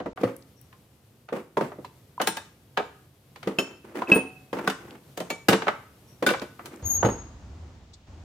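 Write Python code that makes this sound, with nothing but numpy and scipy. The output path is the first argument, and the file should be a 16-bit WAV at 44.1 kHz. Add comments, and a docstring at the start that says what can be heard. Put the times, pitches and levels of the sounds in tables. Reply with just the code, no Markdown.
"""Greasy engine castings are lifted off a cluttered workbench and loaded into a plastic basin, in a walled yard.
Each blow is a noise crack plus the dense modes of cast metal; the basin booms, and a stud, a gear and covers
ring on as decaying sines. Parts scrape in runs of tiny slips, grit ticks, and far birds chirp as wavering tones.
Near the end a thin squeal of beating tones begins; at 6.825 s the scene cuts from yard air to low rumbling noise
over a thin hiss, as also heard at the very start. Blows go on briefly, then a sole scuffs the paving."""
import sys
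import numpy as np
from scipy import signal
from scipy.fft import rfft, irfft, next_fast_len
from scipy.io import wavfile
from scipy.ndimage import uniform_filter1d

SR = 44100
rng = np.random.default_rng(int(sys.argv[2]) if len(sys.argv) > 2 else 0)


def transcribe(signal):
    """Save signal, clipped to [-1, 1], as a 16-bit WAV file at the path in sys.argv[1]."""
    frames = np.atleast_2d(signal).T
    limited = np.clip(frames, -1, 1)
    pcm = np.round(limited * 32767).astype(np.int16)
    wavfile.write(sys.argv[1], SR, pcm)


N = 363366
T = np.arange(SR * 3 // 8) / SR  # clock of one blow, in seconds
LN_60_DB = np.log(1000)
DROPOUT_START_S, DROPOUT_END_S = 0.133, 0.16


def amp(db):
    """Decibels to gain."""
    return 10 ** (np.asarray(db) / 20)


def evened(x):
    """Scales to rms 1."""
    return x / np.sqrt(np.mean(x ** 2) + 1e-20)


def read(points, hz):
    """Reads a table on a log-frequency axis."""
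    f, value = np.transpose(points)
    return np.interp(np.log(hz + 1), np.log(f + 1), value)


def level(events, rise_s, fall_s):
    """Gain from rows of start_s, length_s, level_db: each rises, holds, then falls 60 dB in fall_s."""
    t = np.arange(N) / SR
    gains = []
    for start_s, length_s, level_db in events:
        rise = np.clip((t - start_s) / rise_s, 0, 1)
        fall = np.exp(-LN_60_DB * np.maximum(t - start_s - length_s, 0) / fall_s)
        gains.append(amp(level_db) * rise * fall)
    return np.max(gains, axis=0)


def fade(t60):
    """Exponential decay over the length of one blow, falling 60 dB in t60 seconds."""
    return np.exp(-LN_60_DB * T / np.maximum(t60, 1e-3))


def add(mix, start_s, sound):
    """Mixes a mid-side sound in at start_s."""
    part = mix[:, max(round(start_s * SR), 0):][:, :sound.shape[1]]
    part += sound[:, :part.shape[1]]


def coloured(x, points):
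    """Filters by a spectrum with rows of pitch_hz, level_db."""
    size = next_fast_len(N + SR // 2)
    gain = amp(read(points, np.fft.rfftfreq(size, 1 / SR)))
    return irfft(rfft(x, size) * gain, size)[..., :N]


def wander(count, size):
    """Smooth chance of rms 1 that changes over about size samples."""
    smooth = uniform_filter1d(rng.standard_normal(count), size)
    return evened(uniform_filter1d(smooth, size))


# air of the yard: pitch_hz, relative level_db per Hz
YARD_COLOUR = [(30, -45.5), (64, -11.5), (138, -4), (170, -13), (437, -19), (700, -25.5), (1760, -34),
               (3220, -34.5), (6900, -39.5), (14400, -38), (16000, -54)]
# level of the yard air, before it drifts: start_s, level_db
YARD_LEVEL = [(.3, -55.5), (1.15, -59.5), (2.1, -55.5), (3.2, -57.5), (4.8, -54.5), (6.8, -53.5)]
# spectrum of the low rumble: pitch_hz, relative level_db per Hz
RUMBLE_COLOUR = [(22, -28.5), (80, 3.5), (123, -11.5), (200, -14.5), (326, -18.5), (416, -23), (887, -25),
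                 (1440, -33), (3620, -43.5), (6920, -43.5), (11000, -67.5)]
# swells of the rumble: start_s, length_s, level_db
RUMBLES = [(0, 0.11, -49.5), (6.79, 0.31, -36.5), (7.3, 0.37, -44.5), (8.06, 0.3, -45.5)]
# spectrum of the steady hiss under the rumble: pitch_hz, relative level_db per Hz
HISS_COLOUR = [(100, 19.5), (600, 3.5), (1600, 0), (3400, 2), (7000, -6), (11000, -24), (15000, -19)]
HISS_DB = -63
RUMBLE_RISE_S, RUMBLE_FALL_S = 0.019, 1.87
SCENE_CUT_S = 6.825  # from yard air to rumble and hiss


def background(drift_db=1.2):
    """Drifting noise of the yard air; at the very start and after the cut, low rumble over thin hiss instead."""
    t = np.arange(N) / SR
    air, rumble, hiss = (evened(coloured(rng.standard_normal((2, N)), colour))
                         for colour in (YARD_COLOUR, RUMBLE_COLOUR, HISS_COLOUR))
    air_db = np.interp(t, *np.transpose(YARD_LEVEL)) + drift_db * wander(N, size=3000)
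    rumbling = rumble * level(RUMBLES, RUMBLE_RISE_S, RUMBLE_FALL_S) + amp(HISS_DB) * hiss
    return np.where((t > DROPOUT_START_S) & (t < SCENE_CUT_S), air * amp(air_db), rumbling)


def casting(ring_s, spread, count=380):
    """The crowded modes of an irregular casting, each dying at its own speed."""
    even_hz = np.linspace(np.sqrt(170), np.sqrt(16000), count) ** 2
    hz = even_hz * rng.uniform(.97, 1.03, count)
    t60 = ring_s * np.exp(spread * rng.standard_normal(count))
    turns = hz[:, None] * T + rng.random((count, 1))
    return np.sin(2 * np.pi * turns) * fade(t60[:, None])


# centres of thud, knock, clank and tick: pitch_hz
COLOUR_HZ = [430, 1100, 3100, 9400]
# a soft contact loses the treble above SOFT_HZ; full hardness lifts that corner by HARD_OCTAVES
SOFT_HZ, HARD_OCTAVES, ROLLOFF = 681, 4.575, 4.74


def contact(colour_db, strength_db, hardness):
    """Thud, knock, clank and tick (dB) of one blow: the harder the contact, the more treble it keeps."""
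    corner_hz = SOFT_HZ * 2 ** (HARD_OCTAVES * hardness)
    softening_db = 10 * np.log10(1 + (np.array(COLOUR_HZ) / corner_hz) ** ROLLOFF)
    return strength_db + np.array(colour_db) - softening_db


BAND_EDGES = np.geomspace(120, 16000, 13)  # Hz
BANDS = [(np.sqrt(lo * hi), signal.butter(2, [lo, hi], "band", fs=SR, output="sos"))
         for lo, hi in zip(BAND_EDGES, BAND_EDGES[1:])]


def blow(modes, colour_db, crack_s, crack_db, rise_cycles, bass_cut_db, hollow_db):
    """A crack of contact noise plus the casting's modes, randomly weighted as by the spot struck."""
    # mid and side each get their own mix of modes
    ring = rng.standard_normal((2, len(modes))) @ modes / np.sqrt(len(modes) / 2)
    crack = amp(crack_db) * rng.standard_normal((2, len(T))) * fade(crack_s)
    bass = (COLOUR_HZ[0] / 3, colour_db[0] + bass_cut_db)
    # between the thud of the support and the knock of the metal
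    hollow = (np.sqrt(COLOUR_HZ[0] * COLOUR_HZ[1]), np.mean(colour_db[:2]) + hollow_db)
    points = sorted([bass, hollow, *zip(COLOUR_HZ, colour_db)])
    out = np.zeros((2, len(T)))
    backwards = (ring + crack)[:, ::-1]
    for hz, band_pass in BANDS:
        # filtered backwards, then forwards, so the filter adds no delay
        band = signal.sosfilt(band_pass, signal.sosfilt(band_pass, backwards)[:, ::-1])
        swell = np.minimum(T * min(hz, COLOUR_HZ[1]) / rise_cycles, 1)  # the bass builds more slowly
        band = band * np.sin(np.pi / 2 * swell) ** 2
        attack = np.sqrt(np.mean(band[:, :700] ** 2, axis=1, keepdims=True))  # strength of the first 16 ms
        out += band * (amp(read(points, hz)) / attack / np.sqrt(2))
    return out


# metal knocking on metal and on the bench: start_s, strength_db, hardness (0-1),
# thud_db (the support's thud, added to its share of the blow)
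METAL_BLOWS = [(0.001, -40.5, 0.38, 10.5), (0.174, -34.5, 0.21, -10.5), (0.727, -51.5, 0.36, -29),
               (1.287, -42, 0.35, -9), (1.718, -39.5, 0.16, -5), (1.847, -49, 0.62, 0),
               (2.2, -23.5, 0.25, -4), (2.215, -30.5, 0.76, 0), (2.272, -27, 0.97, -0.5),
               (2.369, -37.5, 0.77, -8), (2.773, -24.5, 0.43, -3), (2.798, -27.5, 0.17, -2.5),
               (3.359, -49, 0.6, -6), (3.429, -43.5, 0.58, -8), (4.019, -32.5, 0.32, -3),
               (4.587, -33, 0.28, -10), (4.675, -29.5, 0.68, 3.5), (4.699, -33, 0.68, -11.5),
               (5.174, -41.5, 0.87, 9), (5.202, -40, 0.76, 12.5), (5.302, -34.5, 0.77, 4),
               (5.511, -19.5, 0, -2.5), (5.53, -22, 0.54, -13), (5.62, -31.5, 0.42, -5),
               (5.669, -24.5, 0.24, -4.5), (5.681, -17.5, 0.29, -11), (6.288, -24.5, 0.52, -30),
               (6.337, -25.5, 0.28, -14), (6.593, -31, 0.07, -26), (6.657, -46, 1, -10),
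               (7.028, -10.5, 0, -12), (7.059, -32.5, 0.35, 9.5)]
# thud, knock, clank and tick against strength, before softening: level_db
METAL_COLOUR_DB = [-4, -4, -4.5, -6]
GRAZE_S, GRAZE_DB = .004, -18.5  # a part grazes just before it strikes


def bench():
    """Hard, short clanks, each led by a faint graze, as parts are tipped and dragged free."""
    out = np.zeros((2, N))
    modes = casting(ring_s=0.1, spread=0.33)
    for start_s, strength_db, hardness, thud_db in METAL_BLOWS:
        thud, *metal = contact(METAL_COLOUR_DB, strength_db, hardness)
        clank = blow(modes, [thud + thud_db, *metal], crack_s=0.042, crack_db=6.5,
                     rise_cycles=1.0, bass_cut_db=-16.5, hollow_db=4.5)
        add(out, start_s - GRAZE_S, amp(GRAZE_DB) * clank)
        add(out, start_s, clank)
    return out


def ringing(modes, rise_s, spread):
    """Decaying sines from a table of modes; spread (0-1) loosens their timing, as in a soft, broad contact."""
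    hz, db, t60 = np.transpose(modes)[:, :, None]
    side_turn = np.array([0, 1 / 4])[:, None, None]  # side runs a quarter cycle ahead of mid
    phase = np.clip(spread, 0, 1) * rng.random((len(modes), 1)) + side_turn
    tones = amp(db) * np.sin(2 * np.pi * (hz * T + phase)) * fade(t60)
    return tones.sum(1) * (1 - np.exp(-T / rise_s)) * np.array([[1], [.5]])


ROCK_S, ROCK_HARDNESS = 0.039, 0.8  # delay of the rock onto another edge, and the share of hardness kept
SETTLE_S, SETTLE_DB, SETTLE_DB_PER_S = 0.14, -20.5, 105


def landing(start_s, strength_db, hardness, rock_db, count):
    """One casting's contacts (start_s, strength_db, hardness): it strikes, rocks back and settles, later is fainter."""
    softer = hardness * ROCK_HARDNESS
    contacts = [(start_s, strength_db, hardness), (start_s + ROCK_S, strength_db + rock_db, softer)]
    for lag_s in SETTLE_S * rng.random(count):
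        contacts.append((start_s + lag_s, strength_db + SETTLE_DB - SETTLE_DB_PER_S * lag_s, softer))
    return contacts


# castings landing and shifting in the basin: start_s, strength_db, hardness (0-1),
# boom_db (against strength), rock_db (rocking back, against strength)
BASIN_BLOWS = [(0.058, -24.5, 0.15, -9.5, -30), (0.212, -40.5, 0.48, 5, -9), (0.233, -20, 0.27, -6, -12),
               (1.325, -24.5, 0.23, -13, -6.5), (1.569, -17.5, 0.27, -19, -1), (1.784, -34, 0, -11.5, -14),
               (3.472, -25, 0.37, -1, -11), (3.585, -22, 0.52, -5.5, -29.5), (4.117, -22, 0.46, 3, -5),
               (4.159, -24, 0.24, 2.5, -17), (4.528, -23, 0.3, -12, -6), (5.484, -9.5, 0.51, -12.5, -8),
               (6.224, -21, 0.35, -13.5, -4), (6.263, -17.5, 0.57, -20.5, -3), (6.416, -29, 0.42, -9, -39),
               (7.047, -17, 0.28, -7.5, -6)]
# thud, knock, clank and tick against strength, before softening: level_db
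BASIN_COLOUR_DB = [-4.5, -12.5, -13, -3]
# modes of the loaded basin: pitch_hz, level_db, t60_s
BASIN = [(198.5, 2.5, 0.15), (269.2, -1.5, 0.24), (332.3, 1, 0.1), (440.7, 1.5, 0.13), (502, 1, 0.064),
         (605, -8.5, 0.0097)]


def basin():
    """The plastic damps the castings and booms on its own low modes under their weight."""
    out = np.zeros((2, N))
    modes = casting(ring_s=0.084, spread=0.24)
    for start_s, strength_db, first_hardness, boom_db, rock_db in BASIN_BLOWS:
        for s, db, hardness in landing(start_s, strength_db, first_hardness, rock_db, count=2):
            colour_db = contact(BASIN_COLOUR_DB, db, hardness)
            add(out, s, blow(modes, colour_db, crack_s=0.13, crack_db=-5.0,
                             rise_cycles=2.8, bass_cut_db=-19.5, hollow_db=-4.0))
            add(out, s, amp(db + boom_db) * ringing(BASIN, rise_s=0.00083, spread=0.92))
    return out


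# parts sliding over each other and the plastic: start_s, length_s, level_db
SLIDES = [(.18, 0.13, -45.5), (1.325, 0.059, -39.5), (1.6, 0.057, -40), (3.44, 0.28, -50.5),
          (3.84, 0.19, -49.5), (3.95, 0.065, -38), (4.078, 0.098, -31.5), (4.53, 0.14, -41),
          (4.8, 0.15, -49.5), (5.175, 0.098, -51), (6.59, 0.21, -50.5), (7.06, 0.056, -45)]
# spectrum of sliding: pitch_hz, relative level_db per Hz
SLIDE_COLOUR = [(80, -25.5), (200, -0.5), (330, 4.5), (580, -4.5), (800, -5), (2400, -15), (3800, -27),
                (15000, -37)]
SLIDE_RISE_S, SLIDE_FALL_S = 0.007, 0.19
SLIPS_PER_S = 2500  # on average


def sliding(uneven_db=3.5, groan_db=-5, pressure_db=4.0):
    """A dense run of tiny slips under uneven pressure as parts scrape; they also make the basin groan."""
    slip_sizes = amp(uneven_db * np.minimum(rng.exponential(1, N), 4))
    slips = (rng.random(N) < SLIPS_PER_S / SR) * slip_sizes
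    slip_decay = np.exp(-1 / (0.003 * SR))  # each slip dies with a 3 ms time constant
    grit = signal.lfilter([1], [1, -slip_decay], slips) * rng.standard_normal((2, N))
    groan = signal.oaconvolve(grit, ringing(BASIN, rise_s=0.0017, spread=1.0), axes=1)[:, :N]
    pressure = level(SLIDES, SLIDE_RISE_S, SLIDE_FALL_S) * amp(pressure_db * np.tanh(wander(N, size=500)))
    return (evened(coloured(grit, SLIDE_COLOUR)) + amp(groan_db) * evened(groan)) * pressure


# modes of the parts that ring on, one table each: pitch_hz, level_db, t60_s
STUD = [(750, -35, .75), (1635, -21, .25), (2580, -5, .115), (2593, -4, .115), (2640, -13, .11),
        (3085, -24, .23)]
CYLINDER = [(2613, 7, 0.07), (2656, 10, 0.07), (3070, 3, .11), (5362, -9, 0.15), (6600, -14, .1),
            (6880, -12, .13)]
GEAR = [(9070, 2, 0.23), (8760, -3, .14), (14700, -1.5, 0.12)]
COVER = [(1488, 11.5, 0.16), (1576, 4, 0.13), (2070, -4, 0.072), (2335, 1, 0.28), (3590, 1, 0.13),
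         (4860, -7.5, 0.2)]
CASE = [(2295, 0, .22), (2730, -3, .08), (4340, -6, .1), (6724, -9, .11)]
CRANKCASE = [(890, 0, .09), (1640, -1, .1), (2560, -11, .13), (3695, -16, .2)]
PIN = [(4100, 0.012, 0.077)]
HELD_PART = [(990, 0, 0.03)]  # damped by the gloved hand
HOUSING = [(915, -0.62, 0.24), (1000, -1.1, 0.2)]
LOOSE_PART = [(1162, 7.5, 0.028), (1502, 7, 0.037), (4100, -12, 0.038)]
BASIN_FLOOR = [(342, -8.5, 0.065), (492, 6, 0.082), (538, -9.5, 0.28)]
BENCH_TOP = [(115.8, 0.015, 0.19)]
# parts set ringing by the blows: start_s, modes of the part, level_db
RINGS = [(0.235, BASIN_FLOOR, -15), (0.246, BENCH_TOP, -26.5), (1.324, BASIN_FLOOR, -25.5),
         (1.57, HOUSING, -24), (1.846, HELD_PART, -25.5), (1.847, PIN, -49), (2.179, HELD_PART, -20.5),
         (2.272, GEAR, -36.5), (2.271, PIN, -27), (2.272, CRANKCASE, -22.5), (2.369, CRANKCASE, -29),
         (2.774, CRANKCASE, -25), (3.586, CYLINDER, -25), (4.02, HELD_PART, -13.5), (4.073, STUD, -33.5),
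         (4.117, STUD, -5.5), (4.145, GEAR, -31.5), (4.157, STUD, -23), (4.675, LOOSE_PART, -19.5),
         (4.678, BASIN, -27), (5.301, CASE, -29.5), (5.484, BENCH_TOP, -22), (5.485, COVER, -33.5),
         (5.536, BASIN, -19.5), (6.224, BASIN_FLOOR, -25.5), (6.264, COVER, -25.5),
         (6.31, BASIN_FLOOR, -20), (7.045, BENCH_TOP, -14.5)]
# share of a high ring that flutters (0-1, less below the clank), and how soon it sets in
CHATTER, CHATTER_RISE_S = .7, .03


def ringing_parts():
    """Parts ring on a few modes, the high ones fluttering most as they chatter; bench top and basin drum."""
    out = np.zeros((2, N))
    for start_s, modes, level_db in RINGS:
        for mode in modes:
            share = CHATTER * min(mode[0] / COLOUR_HZ[2], 1)
            chatter = share * (1 - np.exp(-T / CHATTER_RISE_S))
            flutter = np.sqrt(1 - chatter ** 2) + chatter * wander(len(T), size=260)
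            add(out, start_s, amp(level_db) * flutter * ringing([mode], rise_s=0.0011, spread=0.18))
    return out


# light ticks: start_s, level_db, pitch_hz (centre)
TICKS = [(0.365, -41.5, 9400), (.424, -49, 4400), (.614, -46, 13000), (4.908, -42, 3000),
         (6.397, -34, 4160), (6.76, -46, 7000)]


def ticks(ring_s=0.014, width=1.29):
    """Tiny clicks of grit and small loose pieces: decaying noise in a band from pitch / width to pitch * width."""
    out = np.zeros((2, N))
    for start_s, level_db, pitch_hz in TICKS:
        band_pass = signal.butter(2, [pitch_hz / width, pitch_hz * width], "band", fs=SR, output="sos")
        click = signal.sosfilt(band_pass, rng.standard_normal((2, len(T))))
        add(out, start_s, amp(level_db) * evened(click) * fade(ring_s))
    return out


# faint far chirps, before their echo: start_s, level_db
CHIRPS = [(.55, -66), (6.062, -61)]


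def birds(hz=5750, length_s=0.065):
    """Short thin chirps from far off: a wavering sine that swells and fades."""
    out = np.zeros((2, N))
    count = int(length_s * SR)
    for start_s, level_db in CHIRPS:
        turns = np.cumsum(hz * (1 + 0.016 * wander(count, size=80))) / SR
        tone = np.sin(2 * np.pi * (turns + rng.random((2, 1))))
        add(out, start_s, amp(level_db) * tone * np.hanning(count))
    return out


# level of the thin squeal's main tone, before its echo: start_s, level_db
SQUEAL = [(6.82, -68), (6.861, -27.5), (6.94, -25.5), (7.01, -48), (7.06, -40), (7.168, -52), (7.27, -76)]
SQUEAL_HZ = 6575


def wavering_phase(hz, waver):
    """Phase in radians of a tone whose pitch wavers by chance, with side a fifth of a cycle ahead of mid."""
    turns = np.cumsum(hz * (1 + waver * wander(N, size=150))) / SR
    return 2 * np.pi * (turns + np.array([[0], [.2]]))


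def squeal(waver=0.00345, upper_hz=6690, upper_db=-12, octave_db=-9):
    """A wavering friction tone beats with a weaker one just above; its octave grows as it gets louder."""
    s, db = np.transpose(SQUEAL)
    gain = amp(np.interp(np.arange(N) / SR, s, db, left=-np.inf, right=-np.inf))
    main = wavering_phase(SQUEAL_HZ, waver)
    upper = wavering_phase(upper_hz, waver)
    octave = amp(octave_db) * np.sqrt(gain / gain.max()) * np.sin(2 * main)
    return gain * (np.sin(main) + amp(upper_db) * np.sin(upper) + octave)


# a sandal scuffs the tiles: start_s, length_s, level_db
SCUFF = (7.932, 0.013, -52.5)
# spectrum of the scuff: pitch_hz, relative level_db per Hz
SCUFF_COLOUR = [(2500, -31), (3700, 11.5), (8000, -2), (11000, -35.5)]


def scuff(rise_s=0.0049, fall_s=0.05):
    """A short, bright rub of a sole on the paving, made of filtered noise."""
    rub = evened(coloured(rng.standard_normal((2, N)), SCUFF_COLOUR))
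    return rub * level([SCUFF], rise_s, fall_s)


# decay of the yard's echo, held to at least 0.05 s: pitch_hz, t60_s
ECHO_T60 = [(120, 0.72), (500, 0.3052), (1400, 0.4838), (3700, 0.46), (7000, 0.44), (13000, -0.03)]
# colour of the yard's echo: pitch_hz, level_db
ECHO_DB = [(100, -18.5), (400, -9), (1200, -10.5), (4000, -11.5), (12000, -0.5)]


def echo(x, delay_s=0.014):
    """Scattered returns of the mid from walls and paving; each band dies at its own speed."""
    t = np.arange(SR) / SR
    scattered = rng.standard_normal((2, SR)) * (rng.random((2, SR)) < .1)
    taps = scattered * np.clip(t / delay_s - .5, 0, 1)  # silent for half of delay_s, full at 1.5 times it
    hz, at, z = signal.stft(evened(taps), SR, nperseg=256)
    t60 = np.maximum(read(ECHO_T60, hz), .05)[:, None]
    even_energy = np.sqrt(2 * LN_60_DB / (t60 * SR))  # a longer tail is no stronger in total
    z *= np.exp(-LN_60_DB * at / t60) * amp(read(ECHO_DB, hz))[:, None] * even_energy
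    response = signal.istft(z, SR, nperseg=256)[1]
    return signal.fftconvolve(x[:1], response, axes=1)[:, :N]


# stereo width: pitch_hz, level_db (gain of the side)
WIDTH = [(60, -23), (180, -20.5), (350, -12.5), (700, -8), (1400, -3), (3000, -1.5), (6000, -2),
         (13000, -1.5)]
# stereo tilt: pitch_hz, level_db (left minus right gain)
TILT = [(300, -0.5), (1400, 0), (3000, 0), (8000, 5.5), (14000, 7)]


def scene():
    """All sources as mid and side, then left and right with the bass near mono."""
    blows = basin() + bench() + sliding() + ticks()
    rings = ringing_parts()
    far = squeal() + birds()
    near = blows + rings + echo(blows + amp(-2.5) * rings)  # ringing parts lie low, screened from the walls
    # a high-pass at 75 Hz keeps deep bass out of blows and rings
    near = signal.sosfilt(signal.butter(2, 75, "high", fs=SR, output="sos"), near)
    mid, side = near + far + amp(10) * echo(far) + scuff() + background()
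    side = coloured(side, WIDTH)
    left, right = (coloured(mid + sign * side, [(hz, sign * db / 2) for hz, db in TILT]) for sign in (1, -1))
    return np.array([left, right])


def record(dry):
    """The sound drops out for an instant near the start; then a low-pass removes the top treble."""
    t = np.arange(N) / SR
    audible = (t < DROPOUT_START_S) | (t > DROPOUT_END_S)
    live = uniform_filter1d(1. * audible, size=40)  # softens the edges
    low_pass = signal.firwin(255, 16200, window=("kaiser", 9), fs=SR)  # corner in Hz
    return signal.oaconvolve(dry * live, low_pass[None], "same")


dry = scene()
out = record(dry)
transcribe(out)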